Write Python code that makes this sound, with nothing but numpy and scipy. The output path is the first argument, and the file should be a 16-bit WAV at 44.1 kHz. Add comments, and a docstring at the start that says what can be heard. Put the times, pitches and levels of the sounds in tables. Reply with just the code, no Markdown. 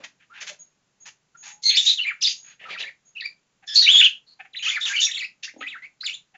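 """Budgerigars warble close to the microphone in a cage in a small, quiet room.
Their voices are gliding tones shaken by hoarseness, from nearly pure whistles to rough chirps;
dry rasps are uneven pulses and noise in a broad band. Wings flutter as puffs of shaped noise,
and bumps on a perch ring a few decaying modes. Near walls add echoes and a short tail,
over a faint steady hush; the recorder quiets what is faint and cuts off the top."""
import sys
import numpy as np
from scipy import signal
from scipy.fft import rfft, irfft, next_fast_len
from scipy.io import wavfile
from scipy.ndimage import uniform_filter1d, minimum_filter1d

SR = 44100
rng = np.random.default_rng(int(sys.argv[2]) if len(sys.argv) > 2 else 0)


def digitize_waveform(pressure):
    """Quantize a signal to 16-bit integers and store it at the path in sys.argv[1].

    Rows of a 2-D input are taken as channels; values are limited to [-1, 1].
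    """
    field = np.atleast_2d(pressure).T
    bounded = np.clip(field, -1, 1)
    quanta = np.round(bounded * 32767).astype(np.int16)
    wavfile.write(sys.argv[1], SR, quanta)


N = 280913


def from_db(db):
    """Decibels to gain."""
    return 10 ** (np.asarray(db) / 20)


def rms_one(x):
    """Scale to unit power."""
    return x / np.sqrt(np.mean(x ** 2) + 1e-20)


def add(out, start_s, sound):
    """Mix a sound in at a time in seconds, kept inside the scene."""
    at = int(np.clip(start_s * SR, 0, N - 1))
    out[at:at + len(sound)] += sound[:N - at]


def mix(sounds):
    """Sum pairs of (start_s, sound)."""
    out = np.zeros(N)
    for start_s, sound in sounds:
        add(out, start_s, sound)
    return out


def at_hz(points, hz):
    """Read a spectrum in dB on a log-frequency axis."""
    knots_hz, db = np.transpose(points)
    return np.interp(np.log(hz + 1), np.log(knots_hz), db)


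def coloured(source, shape_db):
    """Give a sound a spectrum, in dB as a function of frequency; unit power."""
    padded = next_fast_len(len(source))
    hz = np.fft.rfftfreq(padded, 1 / SR)
    spectrum = rfft(source, padded) * from_db(shape_db(hz))
    return rms_one(irfft(spectrum, padded)[:len(source)])


def noise(size, shape_db):
    """Unit noise with a given spectrum."""
    return coloured(rng.standard_normal(size), shape_db)


def wobble(size, rate_hz):
    """Random unit motion, up to about the given rate."""
    return noise(size, lambda hz: -20 * np.log10(1 + (hz / rate_hz) ** 2))


def gate(length_s, rise_s, fall_s):
    """Time axis around a sound, and its smooth swell and fade, each half done at the nominal ends."""
    t = np.arange(-rise_s, length_s + fall_s, 1 / SR)
    opening = np.clip((t + rise_s) / (2 * rise_s), 0, 1)
    closing = np.clip((length_s + fall_s - t) / (2 * fall_s), 0, 1)
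    return t, np.sin(np.pi / 2 * opening) ** 2 * np.sin(np.pi / 2 * closing) ** 2


def room_tone(level_db=-64.5):
    """The quiet room's hush is steady noise with a fixed spectrum."""
    # spectrum of the quiet room: freq_hz, relative_db
    hush_shape = [(25, -8), (100, -9.5), (122, 2), (170, 2.5), (260, -3.5), (500, -7), (2600, -10.5),
                  (5500, -14), (6600, -9), (7500, -13.5)]
    return from_db(level_db) * noise(N, lambda hz: at_hz(hush_shape, hz))


def perch(contact_s=0.0021, spread_db=3.7):
    """Each soft bump rings every mode of perch and cage with a strength of its own."""
    # bumps on the perch: start_s, level_db
    bumps = [(.001, -45.5), (5.539, -45.5), (5.564, -36.5), (5.589, -38), (5.61, -38)]
    # modes of perch and cage: freq_hz, level_db relative to the bump, t60_s
    modes = [(274, -8, 0.37), (304.5, -6, 0.13), (533, 14.5, 0.0094), (777, -10.5, 0.14)]
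    out, t = np.zeros(N), np.arange(SR // 2) / SR
    for start_s, bump_db in bumps:
        for hz, mode_db, t60_s in modes:
            decay = np.exp(-np.log(1000) * t / t60_s)
            onset = 1 - np.exp(-t / contact_s)
            ring = np.sin(2 * np.pi * hz * t) * decay * onset
            add(out, start_s, from_db(bump_db + mode_db + rng.normal(0, spread_db)) * ring)
    low_cut = signal.butter(4, 200, "high", fs=SR, output="sos")
    return signal.sosfilt(low_cut, out)


def wings():
    """Each wing beat pushes a soft puff of air, heard as a short swell of noise."""
    # wing beats: time_s, level_db
    beats = [(.005, -51.5), (0.422, -54), (0.499, -55.5), (2.619, -53.5), (2.671, -48), (2.714, -47),
             (2.801, -47.5), (2.849, -58)]
    # air pushed by the wings: freq_hz, relative_db
    air_shape = [(60, -49), (150, -4), (260, -17.5), (550, 0.5), (1000, -6.5), (2500, -6.5), (7000, -24.5)]
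    out = np.zeros(N)
    for time_s, level_db in beats:
        t, swell = gate(0.057, rise_s=0.0025, fall_s=0.024)
        puff = swell * noise(len(t), lambda hz: at_hz(air_shape, hz))
        # the puff begins a little ahead of the listed time
        add(out, time_s - .011, from_db(level_db) * puff)
    return out


def chaos(size, centre_hz, octaves, depth_db, buzz_hz=870, unsteady=.09, air=1.0, grain_db=4, lowest=.3):
    """The syrinx rattles: uneven pulses and turbulent air in a broad band, coloured by the throat."""
    # colour of throat and beak on the noisy part of the voice: freq_hz, relative_db
    throat = [(500, -9), (900, -5.5), (2400, 2.5), (3600, -2.5), (5200, -5.5), (6700, 2.5), (7500, -10.5)]

    def band_db(hz):
        away = np.log2((hz + 1) / centre_hz) / octaves
        # the cut sits at a share `lowest` of the centre
        low_cut_db = 10 * np.log10(1 + (lowest * centre_hz / (hz + 1)) ** 10)
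        return at_hz(throat, hz) - depth_db * np.log2(1 + away ** 4) - low_cut_db

    cycles = np.cumsum(buzz_hz * (1 + unsteady * wobble(size, 200))) / SR
    # one click at each completed cycle
    pulses = rms_one(np.diff(np.floor(cycles), prepend=0))
    turbulence = air * rng.standard_normal(size)
    grain = from_db(grain_db * np.tanh(wobble(size, 340)))
    return coloured((pulses + turbulence) * grain, band_db)


def rasp(start_s, length_s, level_db, centre_hz, octaves, swell_db=5):
    """A harsh burst of syrinx rattle that swells and fades: (start_s, sound)."""
    t, swell = gate(length_s, rise_s=0.0081, fall_s=0.0065)
    pressure = rms_one(from_db(swell_db * np.sin(np.pi * np.clip(t / length_s, 0, 1))))
    burst = chaos(len(t), centre_hz, octaves, depth_db=6.5, lowest=0.13)
    return start_s - .006, from_db(level_db) * swell * pressure * burst


def rasps():
    """Dry scolding bursts, each rattling in a band of its own."""
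    # harsh rasps: start_s, length_s, level_db, centre_hz, half_width_octaves
    bursts = [(0.034, 0.019, -37.5, 2170, 1.54), (0.195, 0.057, -57.5, 2070, 0.77),
              (0.334, 0.076, -46.5, 1850, 1.13), (0.404, 0.033, -35.5, 3000, 1.33),
              (0.466, 0.036, -34.5, 3140, 1.55), (1.053, 0.041, -42, 2960, 2.8),
              (1.427, 0.095, -43, 4500, 3.3), (1.692, 0.067, -30.5, 2620, 0.47),
              (1.792, .15, -31, 4450, .8), (2.045, 0.07, -36, 2380, 0.42), (2.213, 0.12, -29.5, 4240, 0.61),
              (2.439, 0.11, -53.5, 2240, 1.13), (2.593, 0.078, -45.5, 2270, 0.59),
              (2.687, 0.057, -37.5, 2770, 0.68), (2.784, 0.037, -32.5, 3060, 0.72),
              (3.204, 0.01, -34, 4060, 0.25), (4.624, 0.115, -33, 3300, 1.13),
              (4.848, 0.082, -31, 3790, 1.72), (4.997, 0.074, -26.5, 5880, 0.49),
              (5.43, 0.027, -30, 3580, 0.85), (5.605, 0.028, -37, 2720, 0.5)]
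    return mix(rasp(*row) for row in bursts)


def syllable(path, hoarse, doubling_db, second_db, jitter=.12, jitter_hz=340, trill_hz=105, trill_dip=0.076,
             trill_db=5, shimmer_db=7, rattle_db=-15, third_db=-39, half_db=-4, turn_s=0.002):
    """The syrinx glides along a path of (s, Hz, dB); hoarseness shakes its pitch and its strength."""
    # colour of beak and throat on the overtones: freq_hz, gain_db
    beak = [(2500, -1.5), (4400, 5), (5500, -6), (6400, 2), (7100, 9.5), (8000, -14.5)]
    path_s, path_hz, path_db = np.transpose(path)
    t, swell = gate(path_s[-1] - path_s[0], rise_s=.005, fall_s=0.002)
    size = len(t)
    # corners of the pitch path are rounded over the turning time
    straight_hz = np.interp(path_s[0] + t, path_s, path_hz)
    arch_hz = uniform_filter1d(straight_hz, int(turn_s * SR))
    # a fast muscle trill, near trill_hz, makes brief dips in pitch and strength together
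    dips = np.sin(np.pi * (trill_hz * rng.uniform(0.797, 1.1) * t + rng.random())) ** 10
    dips -= dips.mean()
    shake = jitter * hoarse * wobble(size, jitter_hz)
    pitch_hz = arch_hz * (1 + shake - trill_dip * np.sqrt(hoarse) * dips)
    phase = 2 * np.pi * np.cumsum(pitch_hz) / SR + rng.uniform(0, 4 * np.pi)
    # when the membrane doubles its period, lines appear halfway between the harmonics
    partials = [(1 / 2, doubling_db + half_db), (3 / 2, doubling_db), (2, second_db), (3, third_db)]
    tone = np.sin(phase)
    for multiple, partial_db in partials:
        gain = from_db(partial_db + at_hz(beak, multiple * arch_hz))
        tone = tone + gain * np.sin(multiple * phase)
    shimmer = shimmer_db * hoarse * np.tanh(wobble(size, 690))
    tone = tone * from_db(shimmer - trill_db * dips)
    rattle = from_db(rattle_db) * hoarse * chaos(size, arch_hz.mean(), octaves=1.0, depth_db=9)
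    pressure = from_db(np.interp(path_s[0] + t, path_s, path_db))
    low_cut = signal.butter(4, 0.56 * path_hz.min(), "high", fs=SR, output="sos")
    return signal.sosfilt(low_cut, swell * pressure * (rms_one(tone) + rattle))


def sing(path, hoarse, doubling_db, second_db=-28):
    """A syllable at its place in time, led by its rise: (start_s, sound)."""
    return path[0][0] - .005, syllable(path, hoarse, doubling_db, second_db)


def glide(start_s, length_s, pitch_hz, octaves, level_db, swell_db=3):
    """Path of a short note: pitch slides evenly, air pressure peaks in the middle."""
    progress = np.arange(9) / 8
    times_s = start_s + length_s * progress
    slide_hz = pitch_hz * 2 ** (octaves * progress)
    return np.transpose([times_s, slide_hz, level_db + swell_db * np.sin(np.pi * progress)])


def slurs():
    """Single quick notes, most of them sliding in pitch."""
    # short slurs: start_s, length_s, first_pitch_hz, glide_octaves, level_db at either end
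    notes = [(0.3, 0.082, 1207, 0.71, -52), (.5, 0.03, 598, -0.055, -49.5),
             (1.348, 0.014, 1380, 0.0031, -50), (1.45, 0.16, 844, -0.024, -65),
             (1.694, 0.023, 4100, -0.42, -22), (1.738, 0.035, 3800, 0.53, -23.5),
             (1.761, 0.024, 2190, 0.76, -25), (2.018, 0.03, 4305, -0.16, -38.5),
             (3.818, 0.015, 1770, -0.23, -44), (3.932, 0.03, 1860, -1.4, -47),
             (3.999, 0.023, 2232, -0.59, -31), (2.217, .012, 3800, -0.58, -27.5),
             (2.265, 0.015, 3384, -0.73, -32.5), (4.267, 0.077, 4270, 0, -55),
             (4.668, 0.0288, 1200, 0.38, -40.5), (5.163, 0.023, 2895, -0.58, -34),
             (5.475, 0.024, 1573, 0.57, -41.5), (5.666, 0.014, 2250, 0.22, -32.5),
             (5.821, 0.041, 1997, .3, -41), (6.031, 0.015, 1305, 0.9, -39.5)]
    return mix(sing(glide(*row), hoarse=0.35, doubling_db=-40) for row in notes)


def whistles(pitch_hz=6610):
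    """Faint, nearly pure notes, all on the same high pitch."""
    # thin high whistles: start_s, length_s, level_db at either end
    notes = [(0.592, 0.046, -47), (1.003, 0.043, -52.5), (1.372, 0.18, -49.5), (2.347, 0.17, -51.5),
             (3.052, 0.057, -59.5), (4.584, 0.15, -50.5), (5.581, 0.046, -57.5)]
    return mix(sing(glide(start_s, length_s, pitch_hz, 0, level_db), hoarse=0.097, doubling_db=-26.5)
               for start_s, length_s, level_db in notes)


def chirps(boost_db=3.0):
    """Each chirp swells, holds its pitch and sags as it fades; the hoarser, the louder its opening rasp."""
    # chirps: start_s, hold_s, pitch_hz, level_db before the boost, hoarseness (0-1), period_doubling_db
    notes = [(1.634, 0.016, 4340, -29.5, 0.37, -9.5), (1.654, 0.045, 4210, -17, 0.16, -15),
             (1.769, .025, 3574, -15, 0.29, -26), (1.861, 0.049, 3767, -17.5, 0.42, -28.5),
             (3.676, 0.065, 3442, -34.5, 0.32, -0.5), (3.755, 0.047, 4370, -14, .36, -38.5),
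             (3.82, 0.036, 3834, -18.5, 0.3, -14), (4.81, 0.033, 3614, -27.5, 0.3, -17),
             (4.96, 0.044, 2908, -24, 0.29, -19.5), (5.015, 0.032, 3616, -20.5, 0.4, -17.5),
             (5.045, .015, 5660, -23, .18, -56.5)]
    attack_s, rise_db = 0.002, 7
    release_share, fall_db, sag = .8, 22, 0.0073  # release and sag are shares of hold and pitch
    # the bright opening rasp, level relative to the chirp
    opening_db, opening_db_per_hoarseness = -36.5, 58.5
    opening_hz, opening_lead_s, opening_s = 5400, 0.012, 0.032
    sounds = []
    for start_s, hold_s, pitch_hz, level_db, hoarse, doubling_db in notes:
        path = [(start_s, pitch_hz, level_db - rise_db),
                (start_s + attack_s, pitch_hz, level_db),
                (start_s + hold_s, pitch_hz, level_db),
                (start_s + hold_s * (1 + release_share), pitch_hz * (1 - sag), level_db - fall_db)]
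        rasp_db = level_db + opening_db + opening_db_per_hoarseness * hoarse
        sounds.append(sing(path, hoarse, doubling_db))
        sounds.append(rasp(start_s - opening_lead_s, opening_s, rasp_db, opening_hz, octaves=0.61))
    return from_db(boost_db) * mix(sounds)


def warble(doubling_db=-32):
    """Phrases in which the voice zigzags up and down in pitch without a break."""
    # one list of turning points per phrase: time_s, pitch_hz, level_db
    phrases = [
        [(1.972, 3767, -32), (1.996, 2737, -20.5), (2.022, 3039, -23.5), (2.036, 2603, -37), (2.052, 2087, -30),
         (2.074, 2430, -22), (2.094, 2308, -22), (2.108, 1723, -32), (2.122, 1213, -38)],
        [(2.212, 4846, -31), (2.218, 4704, -30), (2.228, 5958, -18.5), (2.242, 4149, -18.5),
         (2.254, 3537, -15.5), (2.256, 3526, -18.5), (2.268, 4440, -22.5), (2.274, 5036, -16),
         (2.29, 4640, -28.5)],
        [(2.655, 1323, -37), (2.681, 1302, -44.5), (2.695, 1185, -36.5), (2.701, 1843, -42), (2.705, 2300, -38),
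         (2.737, 2330, -37), (2.755, 1750, -35.5), (2.765, 1315, -43), (2.768, 1275, -33)],
        [(2.774, 2274, -29), (2.796, 3352, -48.5), (2.806, 2474, -33.5), (2.818, 3700, -41.5),
         (2.826, 3956, -30.5), (2.84, 1855, -33), (2.85, 1708, -39), (2.878, 2423, -36), (2.898, 1756, -37.5)],
        [(3.154, 2853, -41.5), (3.166, 2520, -37), (3.168, 2490, -32.5), (3.184, 2940, -36), (3.186, 2960, -36),
         (3.198, 2650, -40), (3.203, 2500, -25)],
        [(3.209, 2287, -38), (3.225, 1747, -35), (3.247, 2240, -37), (3.255, 2394, -28.5), (3.261, 2324, -22),
         (3.272, 2100, -52)],
        [(3.856, 3002, -25), (3.87, 2240, -17.5), (3.888, 2957, -6.5), (3.924, 3563, -14.5),
         (3.956, 3240, -8.5), (3.998, 3674, -11.5), (4.008, 3220, -8), (4.014, 2740, -8), (4.02, 2180, -19)],
        [(4.024, 2530, -23.5), (4.026, 2710, -10.5), (4.036, 2983, -12), (4.05, 3333, -8), (4.066, 2865, -11.5),
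         (4.072, 2634, -14)],
        [(4.535, 3940, -40), (4.543, 2840, -43), (4.551, 1810, -35), (4.561, 3575, -36.5), (4.573, 4040, -28.5),
         (4.585, 3510, -36.5), (4.597, 2366, -33), (4.607, 2820, -42.5), (4.62, 2330, -35)],
        [(4.625, 2916, -26.5), (4.651, 3296, -28), (4.663, 2446, -23), (4.699, 3540, -21.5),
         (4.701, 3384, -19.5), (4.713, 2054, -31), (4.745, 2490, -28), (4.763, 2272, -21), (4.785, 1302, -29.5)],
        [(4.855, 3777, -17), (4.869, 2433, -27), (4.885, 3400, -26), (4.887, 3290, -22), (4.893, 2300, -30.5),
         (4.897, 1620, -33), (4.925, 1627, -27.5), (4.939, 2368, -27.5), (4.96, 2280, -20)],
        [(5.065, 2657, -27), (5.095, 1803, -37.5), (5.107, 1867, -36), (5.117, 3560, -27), (5.119, 3640, -22.5),
         (5.125, 3570, -33), (5.135, 2530, -39.5), (5.147, 3690, -25.5), (5.165, 3030, -31)],
        [(5.17, 3326, -32.5), (5.184, 4430, -28.5), (5.186, 4155, -33.5), (5.2, 2837, -31), (5.218, 2255, -29),
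         (5.23, 1887, -29.5), (5.246, 2550, -29.5), (5.25, 2740, -27), (5.26, 1940, -47)],
        [(5.612, 1258, -31.5), (5.622, 1298, -38.5), (5.632, 1932, -34), (5.666, 2060, -38), (5.678, 2983, -33),
         (5.692, 3870, -39.5), (5.726, 2366, -38), (5.76, 1303, -38), (5.792, 2190, -46)],
        [(6.007, 4254, -40), (6.011, 3900, -27.5), (6.031, 4760, -45.5), (6.049, 4920, -32), (6.065, 3568, -23),
         (6.085, 2090, -32.5), (6.099, 2923, -25.5), (6.119, 2468, -41.5), (6.152, 3840, -30.5)],
    ]
    # voice of each phrase in turn: hoarseness (0-1), second_harmonic_db before the beak's colour
    voices = [(.12, -35.5), (0.3, -33), (0.32, -12.5), (0.2, -23), (0.1, -31), (.16, -8), (.22, -26.5),
              (0.26, -28), (0.16, -34.5), (0.31, -19), (.3, -24.5), (0.31, -24), (0.22, -12.5), (.22, -28),
              (0.24, -15)]
    return mix(sing(path, hoarse, doubling_db, second_db)
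               for path, (hoarse, second_db) in zip(phrases, voices))


def chucks(rasp_db=8, rasp_hz=1900):
    """A soft low note drops while the throat rasps above it."""
    # soft chucks: start_s, level_db of the note at either end
    calls = [(3.626, -59.5), (4.394, -49), (4.445, -56.5), (6.342, -58.5)]
    pitch_hz, length_s, glide_octaves = 830, 0.02, -0.21
    sounds = []
    for start_s, level_db in calls:
        path = glide(start_s, length_s, pitch_hz, glide_octaves, level_db)
        sounds.append(sing(path, hoarse=0.12, doubling_db=-32))
        sounds.append(rasp(start_s, length_s, level_db + rasp_db, rasp_hz, octaves=0.68))
    return mix(sounds)


def room(x, t60_s=0.19, tail_db=-8, build_s=0.027, treble_db=3.5):
    """Near walls give a few reflections, then a short diffuse tail builds and decays."""
    # reflections off near walls: delay_s, gain relative to the direct sound
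    echoes = [(.0023, 0.093), (.0051, 0.17), (.0094, 0.28), (0.0168, .24)]
    t = np.arange(SR // 2) / SR
    tail = noise(len(t), lambda hz: at_hz([(1000, 0.69), (3000, 0.91), (6500, treble_db)], hz))
    tail *= (1 - np.exp(-t / build_s)) * np.exp(-np.log(1000) * t / t60_s)
    response = from_db(tail_db) * tail / np.sqrt(np.sum(tail ** 2))
    response[0] += 1  # direct sound
    for delay_s, gain in echoes:
        response[int(delay_s * SR)] += gain
    return signal.fftconvolve(x, response / np.sqrt(np.sum(response ** 2)))[:N]


def scene():
    """Birds and cage in the room, over its faint steady hush."""
    hush = room_tone()
    voices = rasps() + slurs() + whistles() + chirps() + warble() + chucks()
    return (room(perch() + wings() + voices) + hush)[None]


def record(dry, knee_db=-56, quieting_db=5, ceiling=.85, cutoff_hz=7400):
    """A noise suppressor turns down whatever is faint, a limiter holds the peaks, the top edge is steep."""
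    power = uniform_filter1d(dry ** 2, SR // 100)
    # near 1 well below the knee, near 0 well above it
    faint = 1 / (1 + np.maximum(power, 0) / from_db(knee_db) ** 2)
    peak = -minimum_filter1d(-np.abs(dry), SR // 200)
    limiter = uniform_filter1d(np.minimum(1, ceiling / (peak + 1e-9)), SR // 200)
    edge = signal.ellip(8, .3, 65, cutoff_hz, fs=SR, output="sos")
    return signal.sosfilt(edge, dry * from_db(-quieting_db * faint) * limiter)


dry = scene()
out = record(dry)
digitize_waveform(out)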